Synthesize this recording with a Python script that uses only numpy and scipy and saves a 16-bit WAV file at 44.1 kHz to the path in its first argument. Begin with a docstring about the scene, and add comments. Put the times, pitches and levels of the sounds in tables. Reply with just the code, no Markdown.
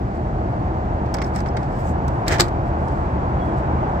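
"""A motorhome's metal compartment door is swung up and shut, outdoors, heard close up.
Wind rumbles throughout over a distant traffic-like roar and a hiss; a faint whistle sinks in the first
second. From 1 s hinges and straps click and rub as the door rises, and a hand slides over the panel.
Near 2.3 s the catch meets the frame, scrapes over it and snaps home in a quick run of clacks that ring
the panel. Light handling follows, with one far chirp at 3.4 s."""
import sys
import numpy as np
from scipy import signal
from scipy.fft import rfft, irfft, next_fast_len
from scipy.io import wavfile
from scipy.ndimage import map_coordinates

SR = 44100
rng = np.random.default_rng(int(sys.argv[2]) if len(sys.argv) > 2 else 0)


def dump_mix(stems):
    """Bounce the given channels to the path in sys.argv[1] as a 16-bit WAV at rate SR."""
    frames = np.atleast_2d(stems).T  # one column per channel
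    limited = np.clip(frames, -1, 1)  # hard clip at full scale
    pcm = np.round(limited * 32767).astype(np.int16)
    wavfile.write(sys.argv[1], SR, pcm)


N = 176400

# blows on the frame (time [s], level [dB], tilt [dB/octave], crack t60 [s], panel ring [dB])
CLACKS = [(2.2805, -16, 6.5, 0.032, -38), (2.3965, -12, 0.5, .025, -24), (2.3992, -5, 1, 0.021, -19),
          (2.404, -10.5, 1.5, 0.017, -25), (2.4075, -1, 3, 0.012, -19), (2.4122, -18, 1, 0.016, -29),
          (2.4167, -13.5, 0.5, 0.028, -27)]
# crack of a blow (frequency [Hz], level [dB])
CLACK_SPECTRUM = [(120, 6), (350, 5), (700, 3.5), (1350, 4.5), (2100, -2.5), (2700, -9.5), (3400, -2.5),
                  (4200, -2), (5000, -1), (5800, -11), (6900, -9.5), (7800, -5.5), (9300, -26),
                  (11000, -32.5), (12000, -21), (13800, -31), (15700, -41.5)]
# panel and catch resonances (frequency [Hz], level [dB], t60 [s])
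DOOR_MODES = [(172, -0.5, .12), (348, -2.5, 0.17), (582, -5, .1), (1065, -15.5, .06), (1220, -3.5, 0.072),
              (1475, -11.5, 0.11), (1770, -22, 0.07), (1910, -9, 0.1), (2300, -15.5, 0.11),
              (3440, -14, .06), (4080, -11, .055), (4640, -12, 0.045), (4660, -14, .03), (6900, -20, 0.036)]
# catch sliding on the frame (time [s], level [dB])
SCRAPE_ENVELOPE = [(2.255, -58.5), (2.277, -28), (2.298, -29), (2.312, -22), (2.33, -21), (2.342, -21.5),
                   (2.358, -26), (2.38, -37), (2.394, -25), (2.41, -56)]
# its rasp (frequency [Hz], level [dB])
SCRAPE_SPECTRUM = [(120, 2.5), (400, 4.5), (750, 2.5), (1200, -5), (1700, 4), (2100, 3), (2700, -7),
                   (4700, -14), (6000, -14), (8500, -17.5), (10000, -36), (12000, -35.5), (14000, -39.5),
                   (15700, -49.5)]
# its stick-slip jumps (time [s], level [dB])
CATCH_JUMPS = [(2.3107, -30.5), (2.315, -29.5), (2.322, -22.5), (2.3274, -25.5), (2.3314, -25.5),
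               (2.34, -31), (2.3462, -30.5)]
# panel flexing (frequency [Hz], level [dB])
FLEX_SPECTRUM = [(40, -19.5), (90, 0), (150, -1.5), (240, -18), (600, -47.5)]
# hinge, strap and handle contacts (time [s], level [dB], tilt [dB/octave], liner knock [dB])
CLICKS = [(1.061, -37.5, -4, -44), (1.1415, -25.5, 6.5, -33), (1.1454, -32, 5, -27),
          (1.168, -40.5, 3.5, -41), (1.1853, -31, -2.5, -32), (1.2171, -22.5, -3, -26),
          (1.2212, -29.5, 1.5, -30.5), (1.246, -36, 1, -44), (1.3518, -41.5, 5, -50),
          (1.3602, -31.5, 9, -33), (1.3619, -29.5, -2, -31), (1.388, -43, -1.5, -34),
          (1.4042, -35.5, 3.5, -43), (1.46, -48, 4, -32), (1.5687, -27, -1.5, -30), (1.572, -34.5, -1, -33),
          (1.6308, -41.5, 1, -44), (2.079, -35, -2.5, -48), (2.081, -37.5, 12, -34.5),
          (2.2653, -38.5, 0.5, -41), (2.384, -26, -0.5, -37), (2.4835, -38.5, 5.5, -47),
          (2.883, -45, 5.5, -77)]
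# one click (frequency [Hz], level [dB])
CLICK_SPECTRUM = [(300, 6.5), (900, -3.5), (2000, 2), (2800, -7.5), (3600, -7), (4500, -1.5), (5300, -2.5),
                  (6400, -9), (8400, -10.5), (9900, -33.5), (12300, -26), (14000, -32), (15700, -35)]
# knock of the plastic liner (frequency [Hz], level [dB])
LINER_SPECTRUM = [(300, -6), (900, -4.5), (1450, 1.5), (1750, -1.5), (2080, 1), (2600, -15), (3500, -15),
                  (6000, -21), (10000, -53)]
# hinge pin tinks (time [s], level [dB])
PIN_TINKS = [(1.143, -24), (1.206, -37), (1.238, -35), (1.2432, -30), (1.267, -45), (1.389, -36),
             (1.488, -36.5)]
# hinge pin resonances (frequency [Hz], level [dB], t60 [s])
PIN_MODES = [(5300, 0, .018), (5900, -5, .007)]
# strap, hand and sleeve strokes (centre [s], length [s], level [dB], tilt [dB/octave])
RUBS = [(0.161, 0.061, -55.5, -2.5), (1.259, 0.1, -51.5, -0.5), (1.378, 0.1, -41.5, -3),
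        (1.478, 0.04, -44, -4), (1.626, 0.14, -48.5, -5.5), (1.788, 0.25, -54.5, -1),
        (1.805, 0.054, -55, 6), (2.14, 0.33, -65.5, 4), (2.671, 0.07, -61.5, 3), (2.92, 0.38, -61, 1),
        (3.463, 0.15, -65, 5), (3.585, .045, -56, 1.5)]
# one stroke (frequency [Hz], level [dB])
RUB_SPECTRUM = [(500, -12), (1800, 8), (3200, -9), (5300, 1.5), (6300, -5.5), (7000, -0.5), (8100, -0.5),
                (8800, -6), (9900, -23), (12500, -10.5), (14000, -14.5), (15700, -18.5)]
# hand sliding on the panel (time [s], level [dB])
SLIDE_ENVELOPE = [(1.82, -64), (1.855, -51), (1.9, -49.5), (1.935, -67.5)]
# its swish (frequency [Hz], level [dB])
SLIDE_SPECTRUM = [(1500, -2.5), (3000, -9), (5700, -7.5), (6550, 2.5), (7100, -2), (7850, 4), (8500, -8),
                  (9700, -16.5), (12500, -11), (15700, -24)]
# left-right likeness of door noise (frequency [Hz], correlation [0-1])
DOOR_CORRELATION = [(300, 1), (900, 0.57), (2500, 0.065), (8000, .05)]
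# compartment decay (frequency [Hz], t60 [s])
CAVITY_T60 = [(200, 0.5), (2000, 0.26), (4500, 0.15), (8000, 0.15), (14000, 0.18)]
# background swells (time [s], wind rumble [dB], distant roar [dB])
AIR_ENVELOPES = [(0, -22.5, -29.5), (1, -23, -27.5), (1.7, -23.5, -27.5), (2.1, -22.5, -27),
                 (2.35, -24.5, -25.5), (2.6, -22.5, -27), (3.2, -21.5, -26), (3.97, -22.5, -25.5)]
# wind rumble (frequency [Hz], level [dB])
RUMBLE_SPECTRUM = [(15, -35), (28, -12.5), (45, -0.5), (62, -1.5), (76, 5), (88, -4.5), (100, -4.5),
                   (113, -1.5), (127, 2.5), (145, -7), (190, -5.5), (265, -12.5), (330, -8), (470, -22.5),
                   (800, -44.5), (2000, -87)]
# distant roar (frequency [Hz], level [dB])
ROAR_SPECTRUM = [(150, -18.5), (350, -7), (490, -5), (600, -1.5), (720, 1), (880, -1.5), (1050, -6.5),
                 (1250, -10), (1600, -15.5), (2200, -25), (3100, -35.5), (4700, -46), (7800, -50.5),
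                 (9500, -68.5), (12300, -74), (16000, -68.5)]
# roar band that grows most in a swell (frequency [Hz], share [0-1])
ROAR_SWELL_BAND = [(760, 0), (960, 1), (1800, 0.3), (3200, 0)]
# left-right likeness of wind and roar (frequency [Hz], correlation [0-1])
AIR_CORRELATION = [(60, 0.99), (250, 1), (600, 0.8), (1400, 0.56), (3500, 0), (9000, 0.45)]
# balance of wind and roar (frequency [Hz], left minus right [dB])
AIR_PAN = [(60, -0.4), (200, 0.5), (430, 2), (900, -0.2), (1700, -2.5), (3300, 5.5), (7000, -3.5)]
# outdoor hiss (frequency [Hz], level [dB])
HISS_SPECTRUM = [(1500, -22.5), (3000, -11), (4500, 1.5), (6200, -6), (7800, -6.5), (9500, -29),
                 (16000, -36.5)]
# thin whistle (time [s], level [dB])
WHISTLE_ENVELOPE = [(0, -91), (.36, -89), (.45, -94), (.55, -84), (.69, -83), (.75, -96), (.86, -86),
                    (1.0, -102)]
# far chirp (time [s], pitch [Hz], level [dB])
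CHIRP_CONTOUR = [(3.395, 3340, -71.5), (3.42, 3335, -53), (3.455, 3340, -60), (3.47, 3350, -66),
                 (3.49, 3320, -64), (3.54, 3360, -74)]


def door_clacks():
    """Each blow on the frame cracks and rings the panel."""
    out = np.zeros((2, N))
    for time_s, db, tilt_db, t60_s, ring_db in CLACKS:
        blow = amp(db) * crack(CLACK_SPECTRUM, tilt_db, t60_s)
        add(out, time_s, cavity(blow + amp(ring_db) * ring(DOOR_MODES)))
    return out * pan(db=-0.5)


def catch_scrape():
    """The catch grinds over the frame in small jumps; the panel flexes as it is pressed in."""
    level_db, = curves(SCRAPE_ENVELOPE)
    slips = friction(N, slips_per_s=600, grain_db=2.5) * amp(level_db) * during(SCRAPE_ENVELOPE)
    rasp = coloured(slips, SCRAPE_SPECTRUM)
    for time_s, db in CATCH_JUMPS:
        add(rasp, time_s, amp(db) * crack(CLICK_SPECTRUM, tilt_db=5, t60_s=0.016))
    flex = coloured(slips, FLEX_SPECTRUM)
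    return rasp * pan(db=-2) + flex


def hinge_clicks():
    """Hinges, straps and handle click and knock the plastic liner; the hinge pin tinks."""
    out = np.zeros((2, N))
    for time_s, db, tilt_db, liner_db in CLICKS:
        click = amp(db) * crack(CLICK_SPECTRUM, tilt_db, t60_s=0.024)
        knock = amp(liner_db) * crack(LINER_SPECTRUM, tilt_db=0, t60_s=0.054)
        add(out, time_s, cavity(click + knock))
    for time_s, db in PIN_TINKS:
        add(out, time_s, amp(db) * ring(PIN_MODES))
    return out * pan(db=-3.5)


def rubbing(lead_s=0.15):
    """Straps, hand and sleeve rub in soft, grainy swells."""
    out = np.zeros((2, N))
    from_centre_s = np.arange(SR // 2) / SR - lead_s
    for centre_s, length_s, db, tilt_db in RUBS:
        swell = np.cos(np.pi * np.clip(from_centre_s / length_s, -0.5, 0.5))
        slips = friction(len(swell), slips_per_s=150, grain_db=1.5) * swell
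        add(out, max(centre_s - lead_s, 0), amp(db) * coloured(slips, RUB_SPECTRUM, tilt_db))
    return out * pan(db=0.5)


def hand_slide():
    """Friction of the hand on the panel: one bright swish."""
    level_db, = curves(SLIDE_ENVELOPE)
    slips = friction(N, slips_per_s=300, grain_db=2) * amp(level_db) * during(SLIDE_ENVELOPE)
    return coloured(slips, SLIDE_SPECTRUM)


def crack(spectrum, tilt_db, t60_s):
    """One contact: a decaying noise burst."""
    fade = amp(-60 * np.arange(SR // 4) / SR / t60_s)
    burst = coloured(noise_pair(len(fade), DOOR_CORRELATION) * fade, spectrum, tilt_db)
    return unit_rms(burst) * np.sqrt(np.mean(fade ** 2))


def ring(modes, pitch_scatter=0.006, attack_s=0.0003):
    """Struck modes, varied per hit; higher ones reach the ears out of phase."""
    t = np.arange(SR // 4) / SR
    out = np.zeros((2, len(t)))
    for hz, db, t60_s in modes:
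        phase_rad = rng.standard_normal((2, 1)) * min(hz / 1500, 3)
        pitch_hz = hz * (1 + pitch_scatter * rng.standard_normal())
        fade = amp(db + rng.normal(0, 2) - 60 * t / t60_s)
        out += fade * np.sin(2 * np.pi * pitch_hz * t + phase_rad)
    return out * (1 - np.exp(-t / attack_s))


def friction(n, slips_per_s, grain_db):
    """Noise broken into tiny slips of uneven strength."""
    grains = np.interp(np.arange(n) * slips_per_s / SR, np.arange(8192), rng.standard_normal(8192))
    return unit_rms(noise_pair(n, DOOR_CORRELATION) * amp(grain_db * grains))


def cavity(x, wet_db=-15):
    """Direct sound plus the short reverberation of compartment and wall."""
    hz, t, bins = signal.stft(rng.standard_normal((2, SR // 4)), SR, nperseg=256)
    fade = amp(-60 * t / along(CAVITY_T60, hz)[:, None])
    _, tail = signal.istft(bins * fade, SR, nperseg=256)
    wet = signal.fftconvolve(x, tail / np.linalg.norm(tail[0]), axes=1)[:, :x.shape[1]]
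    return x + amp(wet_db) * wet


def wind_and_roar(left_lag_s=0.00034):
    """Wind rumble and a distant roar that brightens as it swells; both reach the right ear first."""
    rumble_db, roar_db = curves(AIR_ENVELOPES)
    rumble = shaped(noise_pair(N, AIR_CORRELATION), RUMBLE_SPECTRUM)
    rumble *= amp(rumble_db + 0.33 * wobble(rate_hz=5.7))
    roar = shaped(noise_pair(N, AIR_CORRELATION), ROAR_SPECTRUM)
    roar *= amp(roar_db + 0.33 * wobble(rate_hz=2.1))
    treble = filtered(roar, lambda hz: along(ROAR_SWELL_BAND, hz))
    roar += treble * (amp(roar_db - roar_db.mean()) - 1)
    delay_s = np.array([[0.5], [-0.5]]) * left_lag_s
    return filtered(rumble + roar, lambda hz: pan(along(AIR_PAN, hz)) * np.exp(-2j * np.pi * hz * delay_s))


def hiss(level_db=-62.5):
    """Steady outdoor hiss, independent in each ear."""
    return amp(level_db) * shaped(rng.standard_normal((2, N)), HISS_SPECTRUM)


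def whistle(start_hz=11480, sag_hz_per_s=500):
    """A faint, slowly sinking tone."""
    level_db, = curves(WHISTLE_ENVELOPE)
    pitch_hz = start_hz - sag_hz_per_s * np.arange(N) / SR
    return thin_tone(pitch_hz, level_db, waver_hz=45) * during(WHISTLE_ENVELOPE)


def far_chirp(flutter_db=3):
    """One short, fluttering tone."""
    pitch_hz, level_db = curves(CHIRP_CONTOUR)
    tone = thin_tone(pitch_hz, level_db, waver_hz=24.6)
    return tone * amp(flutter_db * wobble(rate_hz=98)) * during(CHIRP_CONTOUR)


def thin_tone(hz, rms_db, waver_hz):
    """Sine of unsteady pitch."""
    cycles = np.cumsum(hz + waver_hz * wobble(rate_hz=150)) / SR
    return np.sqrt(2) * amp(rms_db) * np.sin(2 * np.pi * cycles)


def noise_pair(n, correlation):
    """Stereo white noise with the given left-right correlation."""
    def mid_side_gains(hz):
        angle_rad = np.arccos(np.clip(along(correlation, hz), -1, 1)) / 2
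        return np.array([np.cos(angle_rad), np.sin(angle_rad)])
    mid, side = filtered(rng.standard_normal((2, n)), mid_side_gains)
    return np.array([mid + side, mid - side])


def coloured(x, spectrum, tilt_db=0, taps=2048):
    """Minimum-phase filter of unit energy; tilt_db per octave above 500 Hz."""
    hz = np.fft.rfftfreq(taps, 1 / SR)
    gain_db = along(spectrum, hz) + tilt_db * np.log2(np.maximum(hz, 500))
    cepstrum = irfft(np.log(amp(gain_db)))
    cepstrum[1:taps // 2] *= 2
    cepstrum[taps // 2 + 1:] = 0
    kernel = irfft(np.exp(rfft(cepstrum)))
    return signal.fftconvolve(x, kernel[None] / np.linalg.norm(kernel), axes=1)[:, :x.shape[1]]


def shaped(noise, spectrum):
    """Noise with the given spectrum, at rms 1."""
    return unit_rms(filtered(noise, lambda hz: amp(along(spectrum, hz))))


def filtered(x, response):
    """FFT filter with gain response(hz)."""
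    n = x.shape[-1]
    padded = next_fast_len(n + 4096)
    return irfft(rfft(x, padded) * response(np.fft.rfftfreq(padded, 1 / SR)), padded)[..., :n]


def along(points, hz):
    """Table lookup on a log frequency axis."""
    knots_hz, values = np.transpose(points)
    return np.interp(np.log(hz + 1), np.log(knots_hz + 1), values)


def curves(rows):
    """Per-sample curve for each column after time."""
    times_s, *columns = np.transpose(rows)
    return [np.interp(np.arange(N) / SR, times_s, column) for column in columns]


def during(rows):
    """Gate from a table's first time to its last."""
    t = np.arange(N) / SR
    return (t >= rows[0][0]) & (t <= rows[-1][0])


def wobble(rate_hz):
    """Smooth random curve."""
    return map_coordinates(rng.standard_normal(4096), [np.arange(N) * rate_hz / SR], mode="wrap")


def amp(db):
    """Decibels to gain."""
    return 10 ** (np.asarray(db) / 20)


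def unit_rms(x):
    """Scale to rms 1."""
    return x / np.sqrt(np.mean(x ** 2) + 1e-20)


def pan(db):
    """Stereo gains for a left-minus-right level."""
    return amp(np.array([[0.5], [-0.5]]) * db)


def add(track, time_s, sound):
    """Mix a sound into the track."""
    part = track[:, round(time_s * SR):][:, :sound.shape[1]]
    part += sound[:, :part.shape[1]]


def scene():
    """The door in front of the outdoor background."""
    door = hinge_clicks() + cavity(rubbing() + hand_slide() + catch_scrape()) + door_clacks()
    return door + wind_and_roar() + hiss() + whistle() + far_chirp()


def record(dry):
    """Soft clip, then band limit."""
    ceiling, cutoff_hz = 0.88, 15750
    clipped = dry / (1 + np.abs(dry / ceiling) ** 6) ** (1 / 6)
    return filtered(clipped, lambda hz: hz < cutoff_hz)


dry = scene()
out = record(dry)
dump_mix(out)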